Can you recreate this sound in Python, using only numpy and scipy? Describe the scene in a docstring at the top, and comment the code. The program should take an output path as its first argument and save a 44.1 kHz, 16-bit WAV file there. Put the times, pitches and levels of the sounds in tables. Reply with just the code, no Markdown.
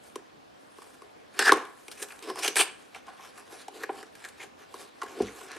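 """In a quiet room, hands turn a small cardboard box; skin rubbing on board hisses and excites its modes.
Near 1.5 s the lid flap is pulled out, and near 2.5 s folded back: the tab sings in its slot while
stick-slip jerks ring the panels and the hollow, each time with a short bass pulse. Softer strokes and
taps follow, until at 5.2 s the box is set down and the table top thuds.
A microphone above hears it all with a short reverberant tail."""
import sys
import numpy as np
from scipy import signal
from scipy.io import wavfile
from scipy.ndimage import uniform_filter1d

SR = 44100
rng = np.random.default_rng(int(sys.argv[2]) if len(sys.argv) > 2 else 0)


def generate_wav(sig):
    """Save sig (samples, or channels by samples) to the path in sys.argv[1] as 16-bit PCM at SR."""
    pcm = np.round(np.clip(np.atleast_2d(sig).T, -1, 1) * 32767).astype(np.int16)
    wavfile.write(sys.argv[1], SR, pcm)


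N = 246078

# spectrum of the room tone: (frequency [Hz], relative density [dB])
AIR_SPECTRUM = [(15, -65), (25, -62), (92, -3), (161, -7), (270, 5.5), (384, -0.5), (489, 4), (545, 2),
                (695, 1.5), (2110, -10), (4370, -15.5), (14400, -35.5), (16000, -51.5)]
# likeness of the room tone on the two sides: (frequency [Hz], correlation [-1..1])
AIR_CORRELATION = [(60, 1), (240, -0.35), (950, -0.68), (3770, 0.43), (15000, 0.34)]
# reverberation of the room: (frequency [Hz], t60 [s], relative level [dB])
REVERB_BANDS = [(148, 0.059, 4), (400, 0.3, -12.5), (1000, 0.53, -14.5), (2800, 0.37, -12),
                (7300, 0.36, -12), (14000, 0.34, -24)]
# modes of the low thuds: (frequency [Hz], relative level [dB])
THUD_MODES = [(62, -3), (110, -3.5), (205, 14), (250, 15)]
# two short bass pulses as the flap jerks, then the table top's thud as the box is set down:
# (time [s], level [dB], t60 at 62 Hz [s], gain of modes above 150 Hz [dB])
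LOW_THUDS = [(1.521, -37, 0.11, -12), (2.59, -56, 0.16, -16), (5.205, -27, 0.47, -1.5)]
# modes of the air and walls of the whole box: (frequency [Hz], relative level [dB], t60 [s])
HOLLOW_MODES = [(275.6, -8.5, 0.025), (408.5, 1, 0.026), (482, 0.5, 0.008)]
# modes of the cardboard panels: (frequency [Hz], relative level [dB], t60 [s])
PANEL_MODES = [(684, -4.5, 0.023), (780, -3.5, 0.03), (1070, 4, 0.013), (1155, 2.5, 0.012),
               (1430, 3, 0.012), (1574, 5.5, 0.01), (1700, 6, 0.0095), (2110, -1.5, 0.0075),
               (2400, 0.5, 0.0093), (2800, -1.5, 0.0074), (3060, 3.5, 0.0032)]
# crackle of paper fibres: (frequency [Hz], relative density [dB])
FIBRE_SPECTRUM = [(1500, -10.5), (2500, -2.5), (3600, -3.5), (4500, -5.5), (6800, -11.5), (9000, -12),
                  (11500, -18.5), (14000, -31.5), (16000, -46.5)]
# the tab's edge singing in its slot: (time [s], pitch [Hz], level re hiss [dB])
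TAB_SONG = [(1.3, 4900, -40), (1.37, 4800, -4.5), (1.46, 4800, -3.5), (1.475, 5700, -8.5),
            (1.56, 5600, -30), (2.17, 4970, -32), (2.24, 5060, -5), (2.33, 5300, -1), (2.41, 5350, -1),
            (2.44, 6360, -6), (2.54, 6060, 4.5), (2.555, 8260, -10), (2.62, 8740, -9), (2.8, 8400, -12),
            (2.95, 8500, -36)]
# rubbing strokes: (time of hardest pressure [s], hiss level [dB], swell [s], fade [s],
# fizz re rasp [dB], panels re hiss [dB], hollow re hiss [dB], panel pitch [Hz])
RUB_STROKES = [(0.05, -60, 0.083, 0.28, 6, -1.5, -9, 1080), (0.62, -71, 0.13, 0.63, 14, -4, -11, 1000),
               (0.828, -58, 0.17, 0.46, 3, -3, -8, 1120), (0.948, -56.5, 0.051, 0.027, 0.5, -1, -7, 1050),
               (1.244, -77, 1, 0.14, 2.5, 11, 11.5, 1110), (1.371, -60.5, 0.065, 0.046, 6, 11, 9, 1550),
               (1.404, -30.5, 0.032, 0.13, -10.5, -1.5, -12, 1610),
               (1.48, -27, 0.13, 0.064, -8.5, 1.5, -18, 1700),
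               (1.99, -49.5, 0.11, 0.17, -4.5, -3, -19, 2380), (2.028, -37, 0.049, 0.033, 4, -6, -5, 1550),
               (2.15, -54.5, 0.97, 0.13, 13, -0.5, -9, 1290), (2.239, -47, .05, 0.066, -3, -3.5, 1.5, 1010),
               (2.299, -44.5, 0.09, 0.068, -5.5, 4, 9.5, 1090), (2.389, -48, 0.12, 0.087, 0, 4.5, 6, 1000),
               (2.447, -30, 0.056, 0.1, 0.5, 2, -15, 2800),
               (2.568, -23.5, 0.015, 0.081, 6, -3, -13.5, 1700),
               (2.609, -20.5, 0.058, 0.053, 4.5, -5, -36, 2880), (2.8, -62, .2, 0.6, -3.5, 0.5, -10, 1300),
               (2.963, -49.5, 0.059, 0.071, -7.5, 3.5, -7, 800), (3.083, -59, 0.066, 0.23, -5, 6.5, 0, 850),
               (3.248, -49.5, 0.16, 0.14, -4.5, -1.5, -13.5, 1110),
               (3.391, -49.5, 0.094, 0.069, -2.5, 0.5, -9.5, 1200),
               (3.532, -53.5, 0.15, 0.14, -2, 1, -3, 730), (3.62, -50.5, 0.31, 0.081, -2, -3, -25, 1550),
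               (3.76, -50.5, 0.084, 0.21, -5.5, -4, 4, 800),
               (3.839, -44.5, 0.075, 0.032, 0.5, 5.5, 2, 1500), (3.986, -52.5, 0.25, 0.16, -4, 2, -1, 780),
               (4.27, -53.5, 0.28, 0.13, -0.5, 1, -11.5, 1730),
               (4.43, -47, 0.11, 0.062, -2.5, 1.5, -5.5, 1760),
               (4.608, -55.5, 0.07, 0.15, -8, 0.5, -5, 1680),
               (4.809, -47.5, 0.19, 0.15, -2.5, -3.5, -7, 1120),
               (5.1, -52.5, 0.24, 0.65, -6.5, 2.5, 1.5, 1070),
               (5.185, -61.5, 0.074, 0.074, 7, 5, 20.5, 1390), (5.29, -50, 0.34, 0.14, -9, -2, 3.5, 1850),
               (5.431, -51, 0.43, 0.21, 4, 0, -1.5, 1000), (5.515, -50.5, 0.12, 0.4, -12.5, 4.5, -24, 1710),
               (5.566, -54, 0.023, 0.023, 5, 8, 13, 1800)]
# constant friction of the holding hand:
# (hiss level [dB], fizz re rasp [dB], panels re hiss [dB], hollow re hiss [dB], panel pitch [Hz])
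HAND_GRIP = (-83.5, 16, 10.5, 1.5, 1002)
# taps and stick-slip jerks: (time [s], ring peak [dB], panel pitch [Hz], hollow re ring [dB],
# crack re ring [dB], contact decay time [ms])
BOX_JERKS = [(0.158, -30.5, 1100, 2.5, 1, 4.5), (0.785, -42.5, 1120, -0.5, -4, 3.2),
             (0.82, -38, 1130, -22, -4, 3.4), (1.02, -38.5, 1070, -4.5, -5.5, 5.4),
             (1.392, -13.5, 1650, -11, 3, 5), (1.409, -21, 1700, -7, -15, 4.2),
             (1.425, -20.5, 1600, -23, -6, 5.2), (1.449, -20.5, 1700, -18, -6, 11),
             (1.463, -22, 1700, -15, -2, 2.8), (1.469, -10.5, 1700, -19, -14, 7.1),
             (1.48, -16.5, 1480, -33, -4.5, 4), (1.493, -4, 1560, -15, -12.5, 5.3),
             (1.515, -17.5, 1620, -3, -24, 3.5), (1.521, -4, 1020, -7, -4.5, 3.5),
             (1.531, -22, 1070, 0.5, 1.5, 5.5), (1.653, -41.5, 3100, -20, 4, 2.8),
             (1.786, -53, 2900, -24, -2, 3), (1.882, -35, 2400, -6.5, 1.5, 4.3),
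             (1.915, -44.5, 1630, -18, 12.5, 17), (2.026, -33, 1700, -13, 8, 5),
             (2.087, -54, 2800, -20, 15, 2.5), (2.106, -36.5, 2400, -34, -6, 15),
             (2.122, -38.5, 1500, -31, 4, 6), (2.192, -57, 2800, -20, 20, 2.5),
             (2.226, -43, 1010, -19, 8, 6.2), (2.276, -45, 1000, -17, 1, 4.3),
             (2.301, -28, 1000, -19, -4, 4.8), (2.359, -32.5, 1000, -23, 3, 1.8),
             (2.39, -37, 1070, -16, 9.5, 16), (2.433, -27, 2780, -36, 6, 13),
             (2.448, -21.5, 2950, -15, -6, 15), (2.479, -20.5, 2770, -5.5, 7, 8.5),
             (2.558, -20.5, 2860, -11.5, 3, 3), (2.562, -24, 2570, -7, -7, 36),
             (2.567, -15, 2600, -24, -8, 3), (2.593, -13, 2920, -9.5, -11, 18),
             (2.602, -19, 2880, -37, -3, 13), (2.611, -13, 2680, -25, -15.5, 3.7),
             (2.948, -32.5, 2380, -27, -6.5, 4.4), (3.069, -50.5, 900, -18, 5, 4.5),
             (3.082, -35.5, 910, -40, -15, 7.2), (3.195, -38.5, 1070, -16, -28, 5.7),
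             (3.526, -46, 735, 6.5, 7, 4.3), (3.682, -30, 770, -11.5, -4.5, 6.6),
             (3.836, -24.5, 1700, -13, -4, 4.8), (3.893, -25.5, 800, 1, -40, 8.8),
             (3.942, -43.5, 789, 5, -37, 9.8), (4.029, -36, 1580, -4, -4.5, 4.5),
             (4.153, -45.5, 1770, -20, 5, 7.7), (4.241, -34, 2050, -25, -6, 6.3),
             (4.249, -32.5, 1800, -17, 1, 7.7), (4.288, -53.5, 1700, -20, 15, 5.9),
             (4.399, -35.5, 2150, -14.5, -27, 21), (4.436, -37, 1740, -5.5, -3, 5.7),
             (4.742, -32, 1000, -5.5, -4, 4.3), (5.018, -28, 1430, -19, -6, 4.9),
             (5.021, -24, 1070, -24, -9, 3.5), (5.032, -33, 970, 0.5, -1.5, 10),
             (5.064, -41, 1700, -14, -4, 4.5), (5.203, -26.5, 780, 13, -32, 8.3),
             (5.221, -38, 700, -11, 5.5, 7.2), (5.284, -35, 2070, -27, -19, 4.6),
             (5.517, -36.5, 1820, -11, 2.5, 4.4)]


def amp(db):
    return 10 ** (np.asarray(db) / 20)


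def unit_rms(x):
    return x / np.sqrt(np.mean(x ** 2) + 1e-20)


def unit_peak(x):
    return x / (abs(x).max() + 1e-12)


def curve_at(points, hz):
    f, value = np.transpose(points)
    return np.interp(np.log(hz + 1), np.log(f + 1), value)


def add(mix, s, sound):
    part = mix[round(s * SR):][:len(sound)]
    part += sound[:len(part)]


def room_tone():
    """Partial coherence: the two sides share part of a steady noise whose spectrum drifts faintly."""
    frames, hz = N // 256 + 5, np.fft.rfftfreq(1024, 1 / SR)
    a, b, c, d, patches = rng.standard_normal((frames, 513, 5)).T
    patches = unit_rms(uniform_filter1d(uniform_filter1d(patches, 12, 0), 14, 1))
    same = curve_at(AIR_CORRELATION, hz)[:, None]
    left = a + 1j * b
    right = same * left + np.sqrt(1 - same ** 2) * (c + 1j * d)
    spectra = np.array([left, right]) * amp(curve_at(AIR_SPECTRUM, hz)[:, None] + 1.5 * patches)
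    return amp(-53.5) * unit_rms(signal.istft(spectra, nperseg=1024, noverlap=768)[1][:, :N])


def reverberation(x):
    """Sparse reflections decay exponentially, each band at its own rate; the two sides share the bass."""
    taps = np.zeros((2, SR // 2))
    arrivals = np.arange(300, SR // 2 - 20, 20)
    arrivals = arrivals + rng.integers(0, 20, (2, len(arrivals)))
    np.put_along_axis(taps, arrivals, rng.choice([-1., 1.], arrivals.shape), 1)
    hz, t, (left, independent) = signal.stft(taps, SR, nperseg=256)
    same = curve_at([(300, 0.97), (3000, 0.6), (10000, 0.18)], hz)[:, None]
    spectra = np.array([left, same * left + np.sqrt(1 - same ** 2) * independent])
    band_hz, *columns = np.transpose(REVERB_BANDS)
    t60, db = (curve_at(np.c_[band_hz, column], hz)[:, None] for column in columns)
    tail = signal.istft(spectra * amp(db - 60 * t / t60) / np.sqrt(t60 * 150), SR, nperseg=256)[1]
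    return signal.fftconvolve(x[None], tail, axes=1)[:, :N]


def flap_reflections(x):
    """Early reflection: treble thrown back by the flaps reaches the two microphone ports in antiphase."""
    taps = rng.standard_normal(5000) * np.exp(-np.arange(5000) / 470.0)
    treble = signal.lfilter(*signal.butter(2, 7000, "high", fs=SR), x)
    return np.outer([1, -1], signal.oaconvolve(treble, taps / np.linalg.norm(taps))[:N])


def low_thuds():
    """Damped vibration: blurred low notes pulse as the flap jerks and thud as the box is set down."""
    out, t = np.zeros(N), np.arange(SR // 2) / SR
    bursts = rng.standard_normal((len(LOW_THUDS), 3000)) * np.exp(-t[:3000] / 0.023)
    for (s, db, t60, upper_db), burst in zip(LOW_THUDS, bursts):
        ring = np.zeros(len(t))
        for hz, mode_db in THUD_MODES:
            decay_db = 60 * t * (hz / 62) ** 0.79 / t60
            ring += amp(mode_db + upper_db * (hz > 150) - decay_db) * np.sin(2 * np.pi * hz * t)
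        blurred = signal.fftconvolve(ring, burst)[:len(t)]
        thud = unit_peak(ring) + 0.76 * unit_peak(blurred)
        add(out, s, amp(db) * thud * (1 - np.exp(-t / 0.0066)))
    return out


def mode_rings(modes):
    """Normal modes: each is a damped sine with a brief build-up; neighbours swing in opposite sense."""
    hz, db, t60 = np.transpose(modes)[:, :, None]
    t = np.arange(4000) / SR
    sense = (-1.) ** np.arange(len(modes))[:, None]
    return sense * amp(db - 60 * t / t60) * np.sin(2 * np.pi * hz * t) * (1 - np.exp(-t * hz / 0.56))


def panel_coupling(hz, octaves):
    """Modal coupling: a touch drives most strongly the modes near the pitch of the touched panel."""
    above = np.log2(np.transpose(PANEL_MODES)[0][:, None] / hz)
    return np.exp(-.5 * (above / octaves) ** 2) + 0.22 * amp(-4 * np.maximum(above, 0))


def fibre_click():
    """Impulse response of the paper fibres: a minimum-phase click with their spectrum."""
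    half = np.log(amp(curve_at(FIBRE_SPECTRUM, np.fft.rfftfreq(2048, 1 / SR))))
    log_magnitude = np.concatenate([half, half[-2:0:-1]])
    return np.fft.ifft(np.exp(np.conj(signal.hilbert(log_magnitude)))).real[:1024]


def grit(per_s, spread_db):
    """Shot noise: a rough surface catches at random instants, a few of the catches large."""
    size = amp(spread_db * np.minimum(rng.exponential(1, N), 5)) * rng.standard_normal(N)
    return unit_rms(size * (rng.random(N) < per_s / SR))


def contact_curves():
    """Incoherent sources add in power: strokes, grip and settling flaps; the strongest sets the tone."""
    t = np.arange(0, N + 64, 64) / SR
    # after each jerk the flaps shiver on, like a faint stroke (columns as in RUB_STROKES)
    settling = [(s + .006, db - 40, .006, 0.18, -4, 14, 18.5 + min(hollow_db, -6), hz)
                for s, db, hz, hollow_db, *_ in BOX_JERKS]
    s, db, swell, fade, *tone = np.transpose(RUB_STROKES + settling)[:, :, None]
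    away = np.where(t < s, (s - t) / swell, (t - s) / fade)
    stroke_db = db - 32.5 * away ** 1.137  # 32.5 dB up over the swell and down over the fade
    level_db = np.vstack([stroke_db, np.full(len(t), HAND_GRIP[0])])
    fizz_db, panel_db, hollow_db, hz = (np.vstack([c, [[grip]]]) for c, grip in zip(tone, HAND_GRIP[1:]))
    hiss, panel, hollow = (amp(2 * (level_db + extra_db)) for extra_db in (0, panel_db, hollow_db))
    hiss_db, all_panel_db, all_hollow_db = (10 * np.log10(p.sum(0)) for p in (hiss, panel, hollow))
    mean_fizz_db = (hiss * fizz_db).sum(0) / hiss.sum(0)
    mean_hz = (panel * hz).sum(0) / panel.sum(0)
    curves = hiss_db, mean_fizz_db, all_panel_db - hiss_db, all_hollow_db - hiss_db, mean_hz
    return [np.interp(np.arange(N) / SR, t, curve) for curve in curves]


def surface_hiss(friction, fizz_db, skin_hz=11600, skin_width_hz=5900):
    """Friction noise: lightly brushed skin fizzes at a broad resonance; pressed board rasps lower."""
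    fibres = signal.oaconvolve(friction, fibre_click())[:N]
    skin = signal.lfilter(*signal.iirpeak(skin_hz, skin_hz / skin_width_hz, SR), fibres)
    rasp = signal.sosfilt(signal.butter(3, 6800, fs=SR, output="sos"), fibres)
    fizz = signal.sosfilt(signal.butter(3, 6800, "high", fs=SR, output="sos"), fibres + amp(4.7) * skin)
    hiss = unit_rms(rasp) * amp(-fizz_db / 2) + unit_rms(fizz) * amp(fizz_db / 2)
    hiss /= np.sqrt(amp(fizz_db) + amp(-fizz_db))
    # the colour shifts as the skin finds new board, in patches about 1 kHz wide and 60 ms long
    spectra = signal.stft(hiss, nperseg=256)[2]
    patches = uniform_filter1d(uniform_filter1d(rng.standard_normal(spectra.shape), 6, 0), 20, 1)
    return unit_rms(signal.istft(spectra * amp(3 * unit_rms(patches)), nperseg=256)[1][:N])


def tab_song(friction, width_hz=570):
    """Resonance: friction drives the tab's edge, which sings at a gliding pitch in its slot."""
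    s, hz, db = np.transpose(TAB_SONG)
    t = np.arange(N) / SR
    carrier = np.exp(2j * np.pi * np.cumsum(np.interp(t, s, hz)) / SR)
    pole = np.exp(-np.pi * width_hz / SR)
    envelope = signal.lfilter([1], [1, -2 * pole, pole ** 2], friction / carrier)
    return amp(np.interp(t, s, db)) * unit_rms((carrier * envelope).real)


def rubbing():
    """Forced vibration: grit under the sliding hand hisses and keeps panels and hollow murmuring."""
    hiss_db, fizz_db, panel_db, hollow_db, hz = contact_curves()
    stutter = amp(1.48 * unit_rms(uniform_filter1d(uniform_filter1d(rng.standard_normal(N), 250), 250)))
    fine = stutter * (grit(per_s=12000, spread_db=1.3) + 0.15 * grit(per_s=65, spread_db=2.5))
    coarse = stutter * grit(per_s=6000, spread_db=0.81)
    hiss = surface_hiss(fine, fizz_db) + tab_song(fine)
    # the harder the hand presses, the more the panel under it stands out
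    focus = amp(0.87 * (hiss_db + 41))
    coupling = panel_coupling(hz, octaves=1) + focus * panel_coupling(hz, octaves=.12)
    coupling /= np.sqrt((coupling ** 2).mean(0))
    forces = coarse * coupling * amp(hiss_db + panel_db)
    rings = mode_rings(PANEL_MODES)
    panels = sum(signal.oaconvolve(force, ring)[:N] for force, ring in zip(forces, rings))
    panels /= np.sqrt(len(rings)) * np.linalg.norm(rings[0])
    hollow = mode_rings(HOLLOW_MODES).sum(0)
    murmur = signal.oaconvolve(coarse * amp(hiss_db + hollow_db), hollow / np.linalg.norm(hollow))[:N]
    return amp(hiss_db) * hiss + panels + murmur


def jerks():
    """Impulsive excitation: each short rough push rings the panels and hollow and cracks the surface."""
    out, t, click = np.zeros(N), np.arange(2000) / SR, fibre_click()
    panel_rings, hollow_ring = mode_rings(PANEL_MODES), mode_rings(HOLLOW_MODES).sum(0)
    for s, db, hz, hollow_db, crack_db, contact_ms in BOX_JERKS:
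        age = t / (contact_ms / 1000)
        push = rng.standard_normal(len(t)) * (1 - np.exp(-t / .0004)) * np.exp(-age)
        panel = panel_coupling(hz, octaves=0.19)[:, 0] @ panel_rings
        sound = unit_peak(signal.fftconvolve(push + 7.5 * (t == 0), panel))
        smooth_push = age * np.exp(-age * 7.8) * np.cos(2 * np.pi * 390 * t)
        sound += amp(hollow_db) * unit_peak(signal.fftconvolve(smooth_push, hollow_ring))
        snap = 6 / contact_ms * (t == t[20])  # strongest for short contacts
        crack = signal.fftconvolve(push * np.exp(-.5 * age) + snap, click)
        crack = signal.lfilter([1, -.65], [1], crack)  # breaking fibres are brighter than brushed ones
        cutoff_hz = np.clip(16000 * amp(0.63 * crack_db), 3000, SR / 2.2)  # a fleshy touch is dull
        crack = signal.lfilter(*signal.butter(2, cutoff_hz, fs=SR), crack)
        add(sound, 0, amp(crack_db) * unit_peak(crack))
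        add(out, s - .001, amp(db) * sound)
    return out


def scene():
    """Superposition of the box's direct sound, its reflections, the low thuds and the room tone."""
    radiation = signal.butter(7, 250, "high", fs=SR, output="sos")  # a small box radiates no bass
    box = signal.sosfilt(radiation, jerks() + rubbing())
    return box + amp(-6.5) * flap_reflections(box) + reverberation(box) + low_thuds() + room_tone()


def record(dry):
    """Band limiting: the microphone drops the deepest bass, then a low-pass cuts the highest treble."""
    dry = signal.lfilter(*signal.butter(2, 48, "high", fs=SR), dry)
    return signal.oaconvolve(dry, signal.firwin(511, 16200, window=("kaiser", 9), fs=SR)[None], "same")


dry = scene()
out = record(dry)
generate_wav(out)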